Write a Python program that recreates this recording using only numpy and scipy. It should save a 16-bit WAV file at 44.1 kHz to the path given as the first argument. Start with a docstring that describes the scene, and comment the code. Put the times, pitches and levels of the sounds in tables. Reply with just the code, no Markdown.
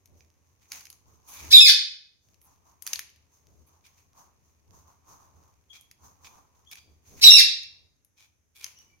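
"""Beaks crack husks and stir seed in a plastic tray close by, over a faint cage rumble and steady air.
Two loud squawks leap into a high whistle, drop to a lower register and end in a rasp; a few peeps are soft.
The seed sounds and rumble are filtered noise: sparse grains, snaps with a decaying ring, or steady noise.
The two parakeets' calls are harmonics and pulsed noise shaped by a throat; a small hard-walled aviary rings on."""
import sys
import numpy as np
from scipy import signal
from scipy.fft import rfft, irfft
from scipy.io import wavfile

SR = 44100
rng = np.random.default_rng(int(sys.argv[2]) if len(sys.argv) > 2 else 0)


def master(y):
    """Save y as 16-bit WAV."""
    cut = np.clip(np.atleast_2d(y).T, -1, 1)
    pcm = np.round(cut * 32767)  # scale
    wavfile.write(sys.argv[1], SR, pcm.astype(np.int16))


N = 396900
T = np.arange(N) / SR

# spectrum of a breaking husk: f/Hz, level/dB
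HUSK_SPECTRUM = [(300, -41), (800, -22), (1400, -4), (2400, 1), (4000, 0.5), (6400, 9), (7800, -13),
                 (11500, -1.5), (16000, -14.5)]


def undb(db):
    """Level and amplitude: 20 dB is a factor of ten in gain."""
    return 10 ** (np.asarray(db) / 20)


def unit(x):
    """Normalisation of mean power: scale to rms 1."""
    return x / np.sqrt(np.mean(x ** 2) + 1e-20)


def on_log_axis(hz, points):
    """Logarithmic frequency scale: interpolate (f/Hz, value) points, held constant beyond the ends."""
    f, value = np.transpose(points)
    return np.interp(np.log(np.maximum(hz, 1)), np.log(f), value)


def colour(x, spectrum):
    """Minimum-phase filtering by a (f/Hz, level/dB) spectrum: causal, so that attacks stay sharp."""
    n = x.shape[-1]
    gain = undb(on_log_axis(np.fft.rfftfreq(n, 1 / SR), spectrum))
    cepstrum = irfft(np.log(gain), n)
    # folding the cepstrum onto positive time gives the minimum phase
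    cepstrum[1:n // 2] *= 2
    cepstrum[n // 2 + 1:] = 0
    return irfft(rfft(x) * np.exp(rfft(cepstrum)), n)


def wander(t, rate):
    """Slow random modulation: normal random levels, rate a second, joined by lines."""
    place = (t - t[0]) * rate
    knots = rng.standard_normal(int(place[-1]) + 2)
    return np.interp(place, np.arange(len(knots)), knots)


def spread(three, shared):
    """Interchannel coherence: two channels from three signals, the first one common to both."""
    shared = np.clip(shared, 0, 1)
    return np.sqrt(shared) * three[0] + np.sqrt(1 - shared) * three[1:]


def add(out, start, x):
    """Superposition: mix x into out at a time in seconds."""
    i = max(int(start * SR), 0)
    out[..., i:i + x.shape[-1]] += x[..., :max(N - i, 0)]


def gestures(rows, rise_db_per_s, fade_db_per_s):
    """Exponential growth and decay with powers summed: gain for rows of t/s, hold/s, level/dB."""
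    t, power = T[::64], 0  # a coarse time grid is enough
    for s, hold_s, db in rows:
        before, after = np.maximum(s - t, 0), np.maximum(t - s - hold_s, 0)
        below = rise_db_per_s * before + fade_db_per_s * after
        power = power + undb(db - below) ** 2
    return np.interp(T, t, np.sqrt(power))


def busy():
    """Activity as a slow envelope: gain near 1 while the birds feed, fading when they look up."""
    # bouts with heads down in the tray: t/s, length/s
    bouts = [(0, 1.75), (2.3, 5.44), (8.601, 0.35)]
    return gestures([(s, length_s, 0) for s, length_s in bouts], rise_db_per_s=200, fade_db_per_s=60)


def grains(rate, scatter_db, spectrum):
    """Shot noise: countless tiny contacts of uneven size at random moments, rate a second; rms 1."""
    size = undb(scatter_db * np.minimum(rng.exponential(size=N), 5))
    impacts = size * (rng.random(N) < rate / SR)
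    return unit(colour(spread(impacts * rng.standard_normal((3, N)), 0.041), spectrum))


def feeding(bed_crackle_db, bed_swish_db, bed_hiss_db, dig_hiss_db, dig_swish_db, sweep_crackle_db, ticks_db):
    """Granular friction: stirred seeds crackle; husks and feathers swish and hiss; nibbling ticks faintly."""
    # spectra of seed crackle, soft swish and fine hiss: f/Hz, level/dB
    seed_spectrum = [(400, -23), (900, -9), (1700, -3), (2400, 4), (3200, -5), (5000, -4), (6600, -5.5),
                     (7700, -12.5), (11500, -10), (16000, -11)]
    swish_spectrum = [(150, -6), (400, -12), (620, -8.5), (850, 0.5), (1080, 3), (1450, -10.5),
                      (2200, -24.5), (4000, -32.5)]
    hiss_spectrum = [(3000, -21), (5200, -12.5), (6400, 1), (6850, -6), (7400, -21), (9500, -16),
                     (11000, -19), (13000, -12.5), (16000, -16.5)]
    # a beak sweeps loose husks aside: t/s, hold/s, swish level/dB before the swish gain, hiss level/dB
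    sweeps = [(0.174, 0.022, -84, -67.5), (0.457, .06, -85, -77), (.735, 0.017, -62, -46.5),
              (0.92, 0.014, -73, -62), (1.079, 0.079, -71, -68.5), (1.29, 0.2, -59, -51.5),
              (2.24, .08, -90, -72.5), (2.47, .04, -68, -67), (2.67, .03, -67, -66),
              (2.87, 0.095, -64, -52), (3.332, .04, -78, -67), (3.48, .14, -83, -73.5),
              (3.69, .07, -72, -72), (3.867, .12, -76.5, -72.5), (4.18, .03, -60.5, -59),
              (4.45, .06, -83.5, -72.5), (4.74, .05, -66, -62), (4.88, 0.019, -64, -65.5),
              (5.091, .04, -59, -57.5), (5.20, .06, -64.5, -66.5), (5.36, .13, -70, -71.5),
              (5.74, 0.019, -72.5, -60), (6.044, .02, -60.5, -57), (6.25, .02, -59.5, -55),
              (6.35, .03, -61.5, -64.5), (6.558, .04, -71.5, -71.5), (6.72, 0.016, -70.5, -55.5),
              (6.909, 0.018, -92, -76), (7.08, .11, -74, -59), (8.191, 0.042, -80, -67.5),
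              (8.64, 0.0082, -68.5, -60)]
    # a beak or foot digs into the seed: t/s, hold/s, crackle level/dB
    digs = [(.62, 0.0086, -68), (.726, 0.051, -50), (1.33, .08, -53.5), (1.42, 0.13, -52),
            (2.87, 0.054, -52.5), (3.87, 0.0092, -70), (3.98, 0.0096, -67.5), (5.74, .02, -68),
            (6.72, .02, -72), (7.06, .06, -66.5), (7.18, .02, -54.5), (8.66, 0.027, -57.5),
            (8.80, 0.022, -66.5)]
    s, hold_s, swish_db, hiss_db = np.transpose(sweeps)
    bed = busy()
    dig = gestures(digs, rise_db_per_s=900, fade_db_per_s=170)
    sweep = gestures(zip(s, hold_s, swish_db), rise_db_per_s=323, fade_db_per_s=125.5)
    slide = gestures(zip(s, hold_s, hiss_db), rise_db_per_s=450, fade_db_per_s=160)
    # hypot adds the powers of independent movements
    crackle_gain = np.hypot(dig, bed * undb(bed_crackle_db) + sweep * undb(sweep_crackle_db))
    swish_gain = np.hypot(sweep, dig * undb(dig_swish_db) + bed * undb(bed_swish_db))
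    hiss_gain = np.hypot(slide, dig * undb(dig_hiss_db) + bed * undb(bed_hiss_db))
    crackle = grains(7200, 3.0, seed_spectrum) * crackle_gain
    swish = grains(6000, 1.5, swish_spectrum) * undb(2.5) * swish_gain
    hiss = grains(9000, 1.9, hiss_spectrum) * hiss_gain
    ticks = grains(40, 3.0, HUSK_SPECTRUM) * bed * undb(ticks_db)
    return crackle + swish + hiss + ticks


def background(rest_db, feeding_db, air_db):
    """Broadband excitation: the cage rumbles as the birds peck and shift their weight, over steady air."""
    # spectra of the cage rumble and the air: f/Hz, level/dB
    cage_spectrum = [(20, -16), (45, -19.5), (78, 4), (115, -8.5), (200, -15), (400, -17), (800, -26.5),
                     (2000, -50)]
    air_spectrum = [(18, -36.5), (30, -10), (88, 3.5), (152, -7.5), (1020, -23.5), (1820, -21.5),
                    (4540, -32), (6370, -14), (7460, -32), (11900, -27.5), (15500, -36)]
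    # a bird shifts its weight and shakes the cage: t/s, hold/s, level/dB
    shoves = [(.12, .05, -58.5), (1.09, 0.045, -60.5), (1.44, 0.12, -47.5), (2.29, .03, -68.5),
              (2.96, .05, -69), (3.48, 0.14, -61.5), (4.71, .07, -59.5), (5.10, 0.041, -62.5),
              (5.35, .04, -60), (6.04, 0.029, -60.5), (6.22, 0.19, -66), (6.87, .04, -61),
              (7.13, .04, -50.5), (7.24, 0.052, -53), (7.81, .03, -68.5), (8.79, .03, -70)]
    rumble = unit(colour(spread(rng.standard_normal((3, N)), .35), cage_spectrum))
    air = unit(colour(spread(rng.standard_normal((3, N)), 0.073), air_spectrum))
    shove = gestures(shoves, rise_db_per_s=249, fade_db_per_s=110.5)
    shaking = np.hypot(shove, undb(rest_db) + busy() * undb(feeding_db))
    return rumble * shaking + air * undb(air_db)


def cracks(swell_s, swell_db, snap_s, crumble_s, crumble_db, ring_db, gain_db):
    """Brittle fracture: a husk snaps in about a millisecond after a faint, quick swell of noise,
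    rings briefly and crumbles."""
    # husks cracking and beak taps: t/s, level/dB before gain_db, ring f/Hz, left minus right level/dB,
    # treble level/dB before it is offset and scaled
    events = [(0.0577, -39, 6600, 6, -5), (0.2068, -41, 2390, -8, -29), (0.7195, -16, 4970, -4, -13),
              (0.809, -35, 4870, 9, -7), (0.854, -30, 5300, -7, -11), (0.8691, -34, 2550, 8, -10),
              (0.9018, -27, 4500, -2, 0.5), (0.9278, -34.5, 6460, 5, -6), (2.3433, -46, 6300, 5, -14),
              (2.4159, -43, 6030, -6.5, 3), (2.823, -24.5, 6520, 12, 6.5), (2.8662, -14.5, 6140, -2, -4),
              (2.875, -15, 4730, -1, -7), (2.9323, -15, 6250, 18, -13), (2.9347, -11.5, 6000, -10, -11),
              (2.9578, -16, 4400, 7.5, -15), (2.9926, -13.5, 1840, -1, -6), (3.093, -43, 3047, -5, -16),
              (3.1005, -43, 6510, -4, -3), (3.1607, -46, 4870, 2.5, -13), (3.8642, -41, 2260, 1, -6),
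              (5.811, -37.5, 3350, -8, 7), (5.913, -32.5, 6240, -1, -11), (6.246, -37.5, 2460, -10.5, -26),
              (6.7142, -27.5, 2440, -2.5, -5), (6.7555, -31.5, 2464, -5, -5), (7.6324, -31, 3890, 8, -11),
              (8.0483, -44.5, 6490, 9, 10.5), (8.6433, -14.5, 6110, 4, -11.5),
              (8.6644, -30, 6100, -14, -19.5), (8.7884, -39, 5730, 2, -10)]
    out = np.zeros((2, N))
    t = np.arange(-512, 2048) / SR  # 0 at the snap
    after = np.maximum(t, 0)
    for s, db, hz, pan_db, treble_db in events:
        breaking = np.exp(-after / snap_s) + undb(crumble_db) * np.exp(-after / crumble_s)
        swelling = undb(swell_db) * np.exp(-abs(t) / swell_s)
        envelope = np.where(t < 0, swelling, breaking)
        snap = colour(spread(rng.standard_normal((3, len(t))), 0.87) * envelope, HUSK_SPECTRUM)
        ring_phase = 2 * np.pi * hz * t + rng.uniform(0, 2, (2, 1))
        ring = np.sin(ring_phase) * after * np.exp(-after / .0005)
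        treble = [(6500, 0.0025), (9000, 0.77 * (treble_db + 13.5))]
        click = colour(unit(snap) + undb(ring_db) * unit(ring), treble)
        channel_db = np.array([[pan_db], [-pan_db]]) / 2
        add(out, s + t[0], unit(click) * undb(db + gain_db + channel_db))
    return out


def scrapes(gain_db):
    """Dense successive impacts: short runs of seeds tumble against the tray, swelling and fading."""
    # a beak or claw dragged through the seed: t/s, length/s, level/dB before gain_db,
    # treble filter level/dB from 10 kHz up (the run is then normalised)
    drags = [(1.261, .13, -50, 16), (1.360, .06, -49, 3.5), (2.400, .09, -63, 24), (3.660, .04, -66, 18),
             (3.835, .05, -58.5, -3), (5.723, .06, -51.5, -6), (6.238, .05, -52.5, -5),
             (6.712, .03, -44.5, -2), (6.765, .03, -51.5, -11.5), (8.159, .12, -60, -2.5),
             (8.542, 0.069, -56, 5.5), (8.592, 0.074, -49, 1.5)]
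    # spectrum of tumbling seed: f/Hz, level/dB
    scrape_spectrum = [(600, -21.5), (1300, -11), (2050, -10.5), (2370, 6.5), (2750, -9), (3400, -1),
                       (4300, -6.5), (5700, -5), (6600, -6), (7800, -15.5), (10500, -12), (13200, -13.5),
                       (16000, -18.5)]
    out = np.zeros((2, N))
    tumbling = grains(4000, 3.4, scrape_spectrum)
    for s, length_s, db, treble_db in drags:
        run = tumbling[:, int(s * SR):int((s + length_s) * SR)]
        run = unit(colour(run, [(6500, 0.011), (10000, treble_db)]))
        add(out, s, run * signal.windows.tukey(run.shape[1], .6) * undb(db + gain_db))
    return out


def squawk(start, leap, drop, rasp, end, whistle_hz, last_hz, low_hz, db):
    """Register jumps of a driven oscillator: rows of t/s, f/Hz, level/dB, roughness through one squawk."""
    # pitch shares: swoop up to the low register, sag of the pushed whistle, droop and collapse of the low register
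    swoop_share, sag_share, droop_share, collapse_share = .31, .06, .04, .43
    sag_after_s, sag_s, attack_s, release_s = .021, .012, .027, 0.015
    # level/dB re the start of the whistle
    swoop_db, push_db, low_register_db, rasp_db = -11, 3, -5.5, -5
    # roughness of each stage, 0 to 1
    rough_onset, rough_swoop, rough_whistle, rough_pushed, rough_low, rough_rasp = .92, .35, .08, .22, .08, .75

    t = np.arange(start, end, 1 / SR)

    def through(a, b):
        """Linear progress from 0 at time a to 1 at time b."""
        return np.clip((t - a) / (b - a), 0, 1)

    pushed = leap + sag_after_s
    sagged = pushed + sag_s
    swoop = np.sin(np.pi / 2 * through(start, leap) ** 2) ** 2
    droop = droop_share * through(drop, rasp) ** 4
    collapse = collapse_share * through(rasp, end)
    low = low_hz * (1 - swoop_share * (1 - swoop) - droop - collapse)
    whistle = np.interp(t, [pushed, sagged, drop], [whistle_hz, whistle_hz * (1 - sag_share), last_hz])
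    hz = np.where((t > leap) & (t < drop), whistle, low)
    effort_db = np.interp(t, [start, leap, sagged, drop, rasp, end],
                          [swoop_db, 0, push_db, low_register_db, rasp_db, rasp_db])
    gate = through(start, start + attack_s) * (1 - through(end - release_s, end))
    swooping = rough_onset + (rough_swoop - rough_onset) * swoop
    whistling = np.interp(t, [leap, drop], [rough_whistle, rough_pushed])
    falling = np.interp(t, [rasp, (rasp + end) / 2], [rough_low, rough_rasp])
    rough = np.select([t < leap, t < drop], [swooping, whistling], falling)
    return np.c_[t, hz, db + effort_db + 20 * np.log10(gate + 1e-6), rough]


def call(rows, throat, jitter, flutter, rasp_db, slope_db):
    """Source and filter: the syrinx buzzes through the throat; roughness shakes it and adds a pulsing rasp."""
    s, *columns = np.transpose(rows)
    t = np.arange(s[0], s[-1], 1 / SR)
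    hz, db, rough = (np.interp(t, s, c) for c in columns)
    rough = np.clip(rough, 0, 1)
    waver = .004 * wander(t, 220) + (0.0027 + jitter * rough) * wander(t, 700)
    phase = 2 * np.pi * np.cumsum(hz * (1 + waver)) / SR
    tone, power = 0, 0
    for k in np.arange(8) + 1:  # harmonics, slope_db per octave
        size = undb(on_log_axis(k * hz, throat) + slope_db * np.log2(k))
        size = size * (k * hz < SR / 2)
        tone = tone + size * np.sin(k * phase)
        power = power + size ** 2 / 2
    tone = tone / np.sqrt(power) * (1 + flutter * rough * wander(t, 700))
    pulsed_noise = rng.standard_normal(len(t)) * (1 + np.cos(phase))
    rasp = unit(colour(pulsed_noise, throat))
    voice = tone * np.sqrt(1 - rough ** 2) + undb(rasp_db) * rough ** 2 * rasp
    return voice * undb(db) * signal.windows.tukey(len(t), .04)


def voices():
    """Radiation from a small source: squawks and peeps on one track, weaker in the bass."""
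    # squawks: start t/s, leap to the whistle t/s, drop to the low register t/s, rasp from t/s, end t/s,
    # whistle's first f/Hz, whistle's last f/Hz, low register f/Hz, reference level/dB at the leap
    squawk_rows = [(1.502, 1.531, 1.604, 1.653, 1.7125, 3803, 3522, 2570, -10.5),
                   (7.209, 7.240, 7.303, 7.364, 7.416, 3979, 3800, 2755, -10)]
    # soft peeps: t/s, length/s, first f/Hz, last f/Hz, reference level/dB at the peak
    peep_rows = [(5.693, 0.027, 3330, 3270, -49), (6.660, .032, 3120, 3480, -55),
                 (6.772, 0.032, 4370, 4940, -58.5), (8.165, 0.026, 5680, 5800, -65),
                 (8.749, .065, 2833, 2987, -55.5), (8.882, .053, 2330, 2290, -66)]
    # response of windpipe and open beak: f/Hz, level/dB
    open_throat = [(1100, -34), (1900, -19), (2600, -14), (3050, -13), (3600, 0.5), (5300, 1.5), (6300, -6),
                   (7600, -17), (8800, -14), (11300, -8.5), (13200, -17), (14800, -9), (17000, -14.5)]
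    # response of the throat with the beak nearly shut: f/Hz, level/dB
    shut_beak = [(1200, -16.5), (2300, 2), (3400, 1), (4600, -14.5), (5800, 14), (6500, -14), (9000, -27)]
    out = np.zeros(N)
    for row in squawk_rows:
        course = squawk(*row)
        add(out, row[0], call(course, open_throat, jitter=.07, flutter=.6, rasp_db=1.5, slope_db=-6.5))
    for row in peep_rows:
        course = peep(*row)
        add(out, row[0], call(course, shut_beak, jitter=.07, flutter=.5, rasp_db=-1, slope_db=0.0))
    return colour(out, [(600, -6.5), (1500, 0)])


def room(x, delay_s, early, early_s):
    """Reverberation: early reflections from tray and walls, then a dense tail, different at each ear."""
    # reverberation time of the aviary: f/Hz, T60/s
    reverberation = [(500, 0.24), (2500, 0.51), (4500, 0.48), (8000, 0.35), (12000, 0.21), (16000, 0.067)]
    t = np.arange(SR) / SR
    hz = np.fft.rfftfreq(SR, 1 / SR)
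    noise, tail = rfft(rng.standard_normal((2, SR))), 0
    centres, t60s = np.transpose(reverberation)
    # overlapping bands of noise, each falling 60 dB in its own T60
    for band, t60 in zip(np.eye(len(centres)), t60s):
        band_noise = irfft(noise * on_log_axis(hz, np.c_[centres, band]))
        tail = tail + band_noise * np.exp(-np.log(1000) * t / t60)
    onset = np.clip(t / delay_s - 1, 0, 1)
    tail = tail * onset * (1 + early * np.exp(-t / early_s))
    return signal.fftconvolve(np.atleast_2d(x), unit(tail) / np.sqrt(SR), axes=1)[:, :N]


def jolts():
    """Structure-borne impact: feet and wings knock the plastic tray, a dull, swelling thump."""
    # the tray thumps as a bird starts up to squawk: t/s, length/s, level/dB before the swell window
    knocks = [(1.514, 0.12, -44), (7.221, 0.07, -37)]
    # spectrum of the tray: f/Hz, level/dB
    tray_spectrum = [(20, 2), (50, 2), (100, -8.5), (250, -8), (600, -8), (1100, -7), (2000, -25.5)]
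    out = np.zeros((2, N))
    for s, length_s, db in knocks:
        thump = unit(colour(spread(rng.standard_normal((3, SR // 4)), 0.35), tray_spectrum))
        thump = thump[:, :int(length_s * SR)]
        add(out, s, thump * signal.windows.tukey(thump.shape[1], .8) * undb(db))
    return out


def peep(start, length_s, first_hz, last_hz, db):
    """Frequency glide: rows of t/s, f/Hz, level/dB, roughness for one short peep that swells and fades."""
    peak_share, edge_db, roughness = .38, -15.5, 0.16  # edge_db: level of the ends re the peak
    share = np.array([0, peak_share, 1])
    hz = first_hz + (last_hz - first_hz) * np.sqrt(share)
    level_db = db + edge_db * np.array([1, 0, 1])
    return np.c_[start + length_s * share, hz, level_db, roughness * np.ones(len(share))]


def scene():
    """Direct and reverberant fields: the calls fill the room; cracks and scrapes are near and much drier."""
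    stirring = feeding(bed_crackle_db=-81.0, bed_swish_db=-84.5, bed_hiss_db=-82, dig_hiss_db=-2,
                       dig_swish_db=-18, sweep_crackle_db=-22, ticks_db=-82.5)
    cage_and_air = background(rest_db=-82, feeding_db=-72, air_db=-74.0)
    seeds = cracks(swell_s=0.0014, swell_db=-15.5, snap_s=.0012, crumble_s=.004, crumble_db=-12.0,
                   ring_db=-4, gain_db=-27.5)
    seeds = seeds + scrapes(gain_db=-0.5)
    # the tray walls shade the low part of what reaches the room
    escaping = colour(seeds, [(1600, -13), (2400, -8.5), (6000, -14.0), (10000, -5.5)])
    near = seeds + room(escaping, delay_s=.002, early=0.63, early_s=0.013)
    voice = voices()
    direct = np.array([np.roll(voice, 5), voice])  # left lags by 5 samples
    reverberant = room(voice, delay_s=0.00034, early=0.82, early_s=0.0055)
    birds = undb(-2.5) * direct + undb(2) * reverberant
    return birds + near + jolts() + stirring + cage_and_air


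def record(dry):
    """Overload and band limiting: the microphone clips the loudest peaks and cuts the top."""
    top_hz = 15900
    low_pass = signal.ellip(12, .2, 70, top_hz, fs=SR, output="sos")  # ripple .2 dB, stopband 70 dB down
    return signal.sosfilt(low_pass, np.clip(dry, -1, 1))


dry = scene()
out = record(dry)
master(out)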